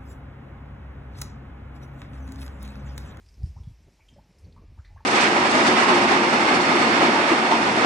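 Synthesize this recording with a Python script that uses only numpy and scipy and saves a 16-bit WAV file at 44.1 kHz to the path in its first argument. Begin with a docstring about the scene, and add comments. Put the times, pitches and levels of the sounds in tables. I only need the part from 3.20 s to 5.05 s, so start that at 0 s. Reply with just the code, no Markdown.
"""A low, fluttering rumble of flames: a puddle of fuel burns on wet asphalt in a walled yard.
Gusts tear at the fire, and now and then a puff of air thumps the microphone. Surfacing bubbles
blip, mostly rising in pitch, droplets tick and the fuel spits, over a faint hiss.
The walls answer the blips and ticks with a brief echo."""
import sys
import numpy as np
from scipy import signal
from scipy.fft import rfft, irfft, next_fast_len
from scipy.io import wavfile
from scipy.ndimage import uniform_filter1d, map_coordinates

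SR = 44100
rng = np.random.default_rng(int(sys.argv[2]) if len(sys.argv) > 2 else 0)


def transcribe(u):
    """Save the signal u as a 16-bit wav file named by the first command-line argument.

    u: samples, shape (n,) or (channels, n), limited to [-1, 1]; the rate is SR.
    q: integer samples, one column per channel.
    """
    v = np.clip(np.atleast_2d(u).T, -1, 1)
    q = np.round(v * 32767).astype(np.int16)
    wavfile.write(sys.argv[1], SR, q)


N = 81585


def amp(db):
    """Decibels to gain."""
    return 10 ** (np.asarray(db) / 20)


def unit(x):
    """Normalise to rms 1."""
    return x / np.sqrt(np.mean(x ** 2) + 1e-20)


def along(points, hz):
    """Read (frequency, value) breakpoints on a log frequency axis."""
    f, v = np.transpose(points)
    return np.interp(np.log(hz + 1), np.log(f + 1), v)


def automation(rows):
    """Draw (time, value) breakpoints as one value per sample."""
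    return np.interp(np.arange(N) / SR, *np.transpose(rows))


def since(start):
    """Seconds since start, zero before."""
    return np.maximum(np.arange(N) / SR - start, 0)


def wobble(rate):
    """A smooth random modulator with rate knots a second."""
    return map_coordinates(rng.standard_normal(4096), [np.arange(N) * rate / SR], mode="wrap")


def filtered(x, response):
    """EQ x with a gain given as a function of frequency."""
    size = next_fast_len(N + SR // 2)
    return irfft(rfft(x, size) * response(np.fft.rfftfreq(size, 1 / SR)), size)[..., :N]


def low_cut(hz, corner_hz):
    """Gain of a 30 dB per octave high-pass."""
    return 1 / np.sqrt(1 + (corner_hz / (hz + 1)) ** 10)


def noise(spectrum):
    """Coloured noise of rms 1."""
    return unit(filtered(rng.standard_normal(N), lambda hz: amp(along(spectrum, hz))))


def steady(x):
    """Compress the chance swells of a noise, then normalise to rms 1."""
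    power = np.abs(signal.hilbert(x)) ** 2
    swell = np.abs(uniform_filter1d(power, size=SR // 40)) + 1e-3
    return unit(x / swell ** .42)


def patchy(x, depth_db):
    """Let each narrow band drift in level, for some tens of milliseconds at a time."""
    bands = signal.stft(x, nperseg=256)[2]
    drift = uniform_filter1d(rng.standard_normal(bands.shape[1:]), size=5, axis=0)
    drift = uniform_filter1d(drift, size=14, axis=1)
    return signal.istft(bands * amp(depth_db * unit(drift)), nperseg=256)[1][:, :N]


def rough_tone(hz, waver_hz, tremble, rate):
    """A sine with random vibrato and tremolo."""
    phase = 2 * np.pi * np.cumsum(hz + waver_hz * wobble(rate)) / SR
    return (1 + tremble * wobble(rate)) * np.sin(phase)


# stereo image: how alike left and right are (frequency [Hz], coherence [0-1])
STEREO_IMAGE = [(3500,1),(6000,0.98),(9000,0.18),(14000,0.4)]
def spread(a, b, mono_below_hz=2900):
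    """Two unrelated signals as mid and side: mono in the bass, wide in the treble."""
    def mid_side_gains(hz):
        angle = np.arccos(np.clip(along(STEREO_IMAGE, hz), -1, 1)) / 2
        return np.array([np.cos(angle), np.sin(angle) * (hz > mono_below_hz)])
    mid, side = filtered(np.array([a, b]), mid_side_gains)
    return np.array([mid + side, mid - side])


# tone of the yard's air and of the hiss (frequency [Hz], relative level [dB])
AIR_EQ = [(60,-25.5),(300,6),(800,2),(1400,-3.5),(2300,1),(3500,-7),(5500,-7),(7000,-43)]
HISS_EQ = [(1500,-25),(3500,-7),(5400,1),(6600,-2.5),(8500,-6.5),(11000,-11),(14000,-13.5)]
# fader ride on the hiss (time [s], level before trim [dB])
HISS_RIDE = [(0.092, -77.5), (1.168, -81.5), (1.462, -85.5), (1.664, -82), (1.85, -84)]
def hiss(trim_db=5.5, air_db=-70):
    """The bed: a faint, shifting sizzle over the steady air of the yard."""
    sizzle = patchy(spread(noise(HISS_EQ), noise(HISS_EQ)), depth_db=2.5)
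    air = spread(noise(AIR_EQ), noise(AIR_EQ))
    return sizzle * amp(automation(HISS_RIDE) + trim_db) + amp(air_db) * air


# reverb time of the yard (frequency [Hz], t60 [s])
YARD_DECAY = [(300,0.41),(1500,0.51),(5000,0.23),(12000,0.27)]
def wall_echo(send, build_s=0.0057):
    """The walls' diffuse answer, shorter in the treble."""
    hz, t, bands = signal.stft(rng.standard_normal((2, SR // 2)), SR, nperseg=256)
    decay = amp(-60 * t / along(YARD_DECAY, hz)[:, None])
    tail = signal.istft(bands * decay, SR, nperseg=256)[1]
    tail *= np.minimum(np.arange(tail.shape[1]) / SR / build_s, 1)
    tail /= np.linalg.norm(tail[0])
    return spread(*signal.fftconvolve(send[None], tail, axes=1)[:, :N])


def snap(start, db, t60, attack_s=0.00063):
    """A percussive envelope: sharp attack, exponential decay."""
    t = since(start)
    return amp(db - 60 * t / t60) * (1 - np.exp(-t / attack_s))


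# spits of fuel (time [s], level [dB], t60 [s])
SPIT_CUES = [(0.232,-70.5,0.32),(1.184,-70,0.27)]
# their bright tone (frequency [Hz], relative level [dB])
SPIT_EQ = [(2500,-29),(5000,-2),(9000,10),(14000,-5)]
def fuel_spits():
    """Fuel spits suddenly and sizzles out."""
    envelope = sum(snap(start, db, t60) for start, db, t60 in SPIT_CUES)
    return envelope * spread(noise(SPIT_EQ), noise(SPIT_EQ))


# droplets (time [s], level [dB], pitch [Hz], bandwidth [Hz], t60 [s], splash against ring [dB])
DROPLET_CUES = [(0.0614,-64,4680,678,0.028,2),(0.0866,-55.5,4950,710,0.032,-7),(0.1412,-55.5,5520,497,0.027,-11),(0.2314,-48.5,5000,553,0.014,-13),(0.254,-62,5150,626,0.26,-5.5),
                (0.4335,-60,3340,222,0.081,-7),(0.885,-49,3160,152,0.043,-13),(0.898,-65.5,6800,756,0.06,-20),(0.936,-57.5,5200,403,0.03,-12),(1.1847,-58,5320,400,0.0192,-24),
                (1.243,-66,4400,523,0.12,-24),(1.324,-54,4330,460,0.03,-20),(1.646,-54.5,1960,383,0.11,-24),(1.649,-59,4200,725,0.12,-25)]
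# tone of their splash (frequency [Hz], relative level [dB])
SPLASH_EQ = [(500,-8),(2500,1),(5000,-3.5),(8000,-4.5),(14000,-25)]
def droplet_ticks():
    """Each droplet ticks: a short high ring with a little splash."""
    out, splash = np.zeros(N), noise(SPLASH_EQ)
    for start, db, hz, width_hz, t60, splash_db in DROPLET_CUES:
        ring = rough_tone(hz, width_hz / 2, tremble=0.56, rate=1300)
        out += snap(start, db, t60) * (ring + amp(splash_db) * splash)
    return out


# bubbles (time [s], level [dB], start pitch [Hz], end pitch [Hz], glide length [s], waver [Hz])
BUBBLE_CUES = [(0.219,-61.5,722,873,0.021,90.5),(0.361,-50.5,741.6,984,0.013,59.5),(0.372,-57,1049,1183,0.016,135),(0.793,-59.5,914,900,0.009,30),(0.804,-60,2288,2420,0.027,130),(0.961,-50.5,564,588,0.017,34.8),
               (0.981,-53.5,643,983,0.0198,49.6),(1.363,-53,968,1116,0.01,89.6),(1.376,-52.5,1220,1187,0.0095,69.26),(1.576,-57,730.5,1193,0.0171,171.4),(1.587,-58.5,1360,1460,0.02,228.5),
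               (1.701,-62,804,871,0.044,28.8),(1.761,-51.5,880,1157,0.0188,89.7),(1.776,-51.5,1650,1680,0.0057,121.5),(1.788,-62,1790,1613,0.021,304.4),(1.804,-47,905,890,0.009,25.4)]
# tone of their slosh (frequency [Hz], relative level [dB])
SLOSH_EQ = [(200,-21),(450,6.5),(900,-12),(1600,-4.5),(2400,-14),(4000,-28.5)]
def bubble_blips(attack_s=0.0021, sag_db=6, release_t60_s=0.025, slosh_db=-17.5):
    """Bubbles ring and glide in pitch as they reach the surface, each with a little slosh."""
    out, slosh = np.zeros(N), amp(slosh_db) * noise(SLOSH_EQ)
    for start, db, start_hz, end_hz, length, waver_hz in BUBBLE_CUES:
        t = since(start)
        glide = np.minimum(t / length, 1)
        level_db = db - sag_db * glide - 60 * since(start + length) / release_t60_s
        ring = rough_tone(start_hz + (end_hz - start_hz) * glide, waver_hz, tremble=0.34, rate=440)
        out += amp(level_db) * np.minimum(t / attack_s, 1) * (ring + slosh)
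    return out


# gusts in the flames (centre time [s], level [dB], length [s])
GUST_CUES = [(0.682,-60.5,0.022),(1.273,-66,0.27),(1.431,-61.5,0.041)]
# their low-mid whoosh (frequency [Hz], relative level [dB])
GUST_EQ = [(130,-26),(290,1.5),(520,0.5),(1700,-41)]
def gusts():
    """A gust tears at the flames: a fuller rush that swells and fades."""
    t = np.arange(N) / SR
    swells = sum(amp(db) * np.exp(-(2 * (t - centre) / length) ** 2) for centre, db, length in GUST_CUES)
    return swells * steady(noise(GUST_EQ))


# thumps of air on the microphone (centre time [s], peak before filtering [dB], pitch [Hz])
PUFF_CUES = [(0.2414,-21,86.8),(0.3049,-36,72),(0.3725,-35,83),(0.411,-36,69),(0.477,-29.5,99.3),(0.682,-46.5,127),(1.248,-42,61.4),(1.2875,-42,127),(1.596,-35,65)]
def air_puffs(cut_hz=53.7, damping=0.96):
    """Each puff is one swing of pressure; the microphone's bass cut makes it rebound."""
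    def microphone(hz):
        loss = 1j * damping * hz * cut_hz
        rebound = loss / (cut_hz ** 2 - hz ** 2 + loss)  # a broad resonance at the corner
        return (1 + rebound) * low_cut(hz, cut_hz)
    pressure = np.zeros(N)
    for centre, db, hz in PUFF_CUES:
        phase = np.pi * hz * (np.arange(N) / SR - centre)
        pressure += amp(db) * (1 - 2 * phase ** 2) * np.exp(-phase ** 2)
    return filtered(pressure, microphone)


# tone of the fire's two layers (frequency [Hz], relative level [dB])
RUMBLE_EQ = [(20,-35.5),(32,-15),(44,5.5),(62,0.5),(85,0.5),(130,-17),(200,-32.5),(700,-84)]
FLUTTER_EQ = [(60,-34.5),(120,0.5),(180,0),(290,-8.5),(480,-20.5),(900,-28.5),(1800,-59),(5000,-108)]
# their fader rides (time [s], level before trim [dB])
RUMBLE_RIDE = [(0, -54), (0.16, -53), (0.21, -38), (0.26, -36), (0.335, -48.5), (0.45, -45), (0.51, -40.5),
               (0.555, -54), (0.68, -55.5), (0.74, -65), (0.88, -58), (1.01, -54.5), (1.07, -66),
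               (1.17, -60.5), (1.24, -48.5), (1.34, -52), (1.52, -46.5), (1.58, -55), (1.76, -44),
               (1.85, -58)]
FLUTTER_RIDE = [(0, -65), (0.17, -60.5), (0.22, -57), (0.3, -49.5), (0.34, -62.5), (0.39, -52),
                (0.47, -57.5), (0.55, -70.5), (0.68, -59.5), (0.75, -68), (0.89, -72.5), (0.975, -52.5),
                (1.13, -66.5), (1.28, -52.5), (1.43, -56), (1.53, -64), (1.85, -69.5)]
def flames(rumble_trim_db=-0.5, flutter_trim_db=-1.5, flicker_db=4.5):
    """Flames in the breeze: a low rolling rumble and a quicker flutter above it."""
    rumble = steady(noise(RUMBLE_EQ)) * amp(automation(RUMBLE_RIDE) + rumble_trim_db)
    flutter = unit(steady(noise(FLUTTER_EQ)) * amp(flicker_db * wobble(rate=45.03)))
    return rumble + flutter * amp(automation(FLUTTER_RIDE) + flutter_trim_db)


def scene(blip_send_db=-9, tick_send_db=-4.5):
    """Mix fire, air and liquid; only the blips and ticks feed the echo."""
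    blips, ticks = bubble_blips(), droplet_ticks()
    send = amp(blip_send_db) * blips + amp(tick_send_db) * ticks
    return flames() + gusts() + air_puffs() + blips + ticks + fuel_spits() + hiss() + wall_echo(send)


def record(dry, bass_cut_hz=31.6, top_hz=14255):
    """The microphone cuts the deepest bass and keeps nothing above its band limit."""
    return filtered(dry, lambda hz: (hz < top_hz) * low_cut(hz, bass_cut_hz))


dry = scene()
out = record(dry)
transcribe(out)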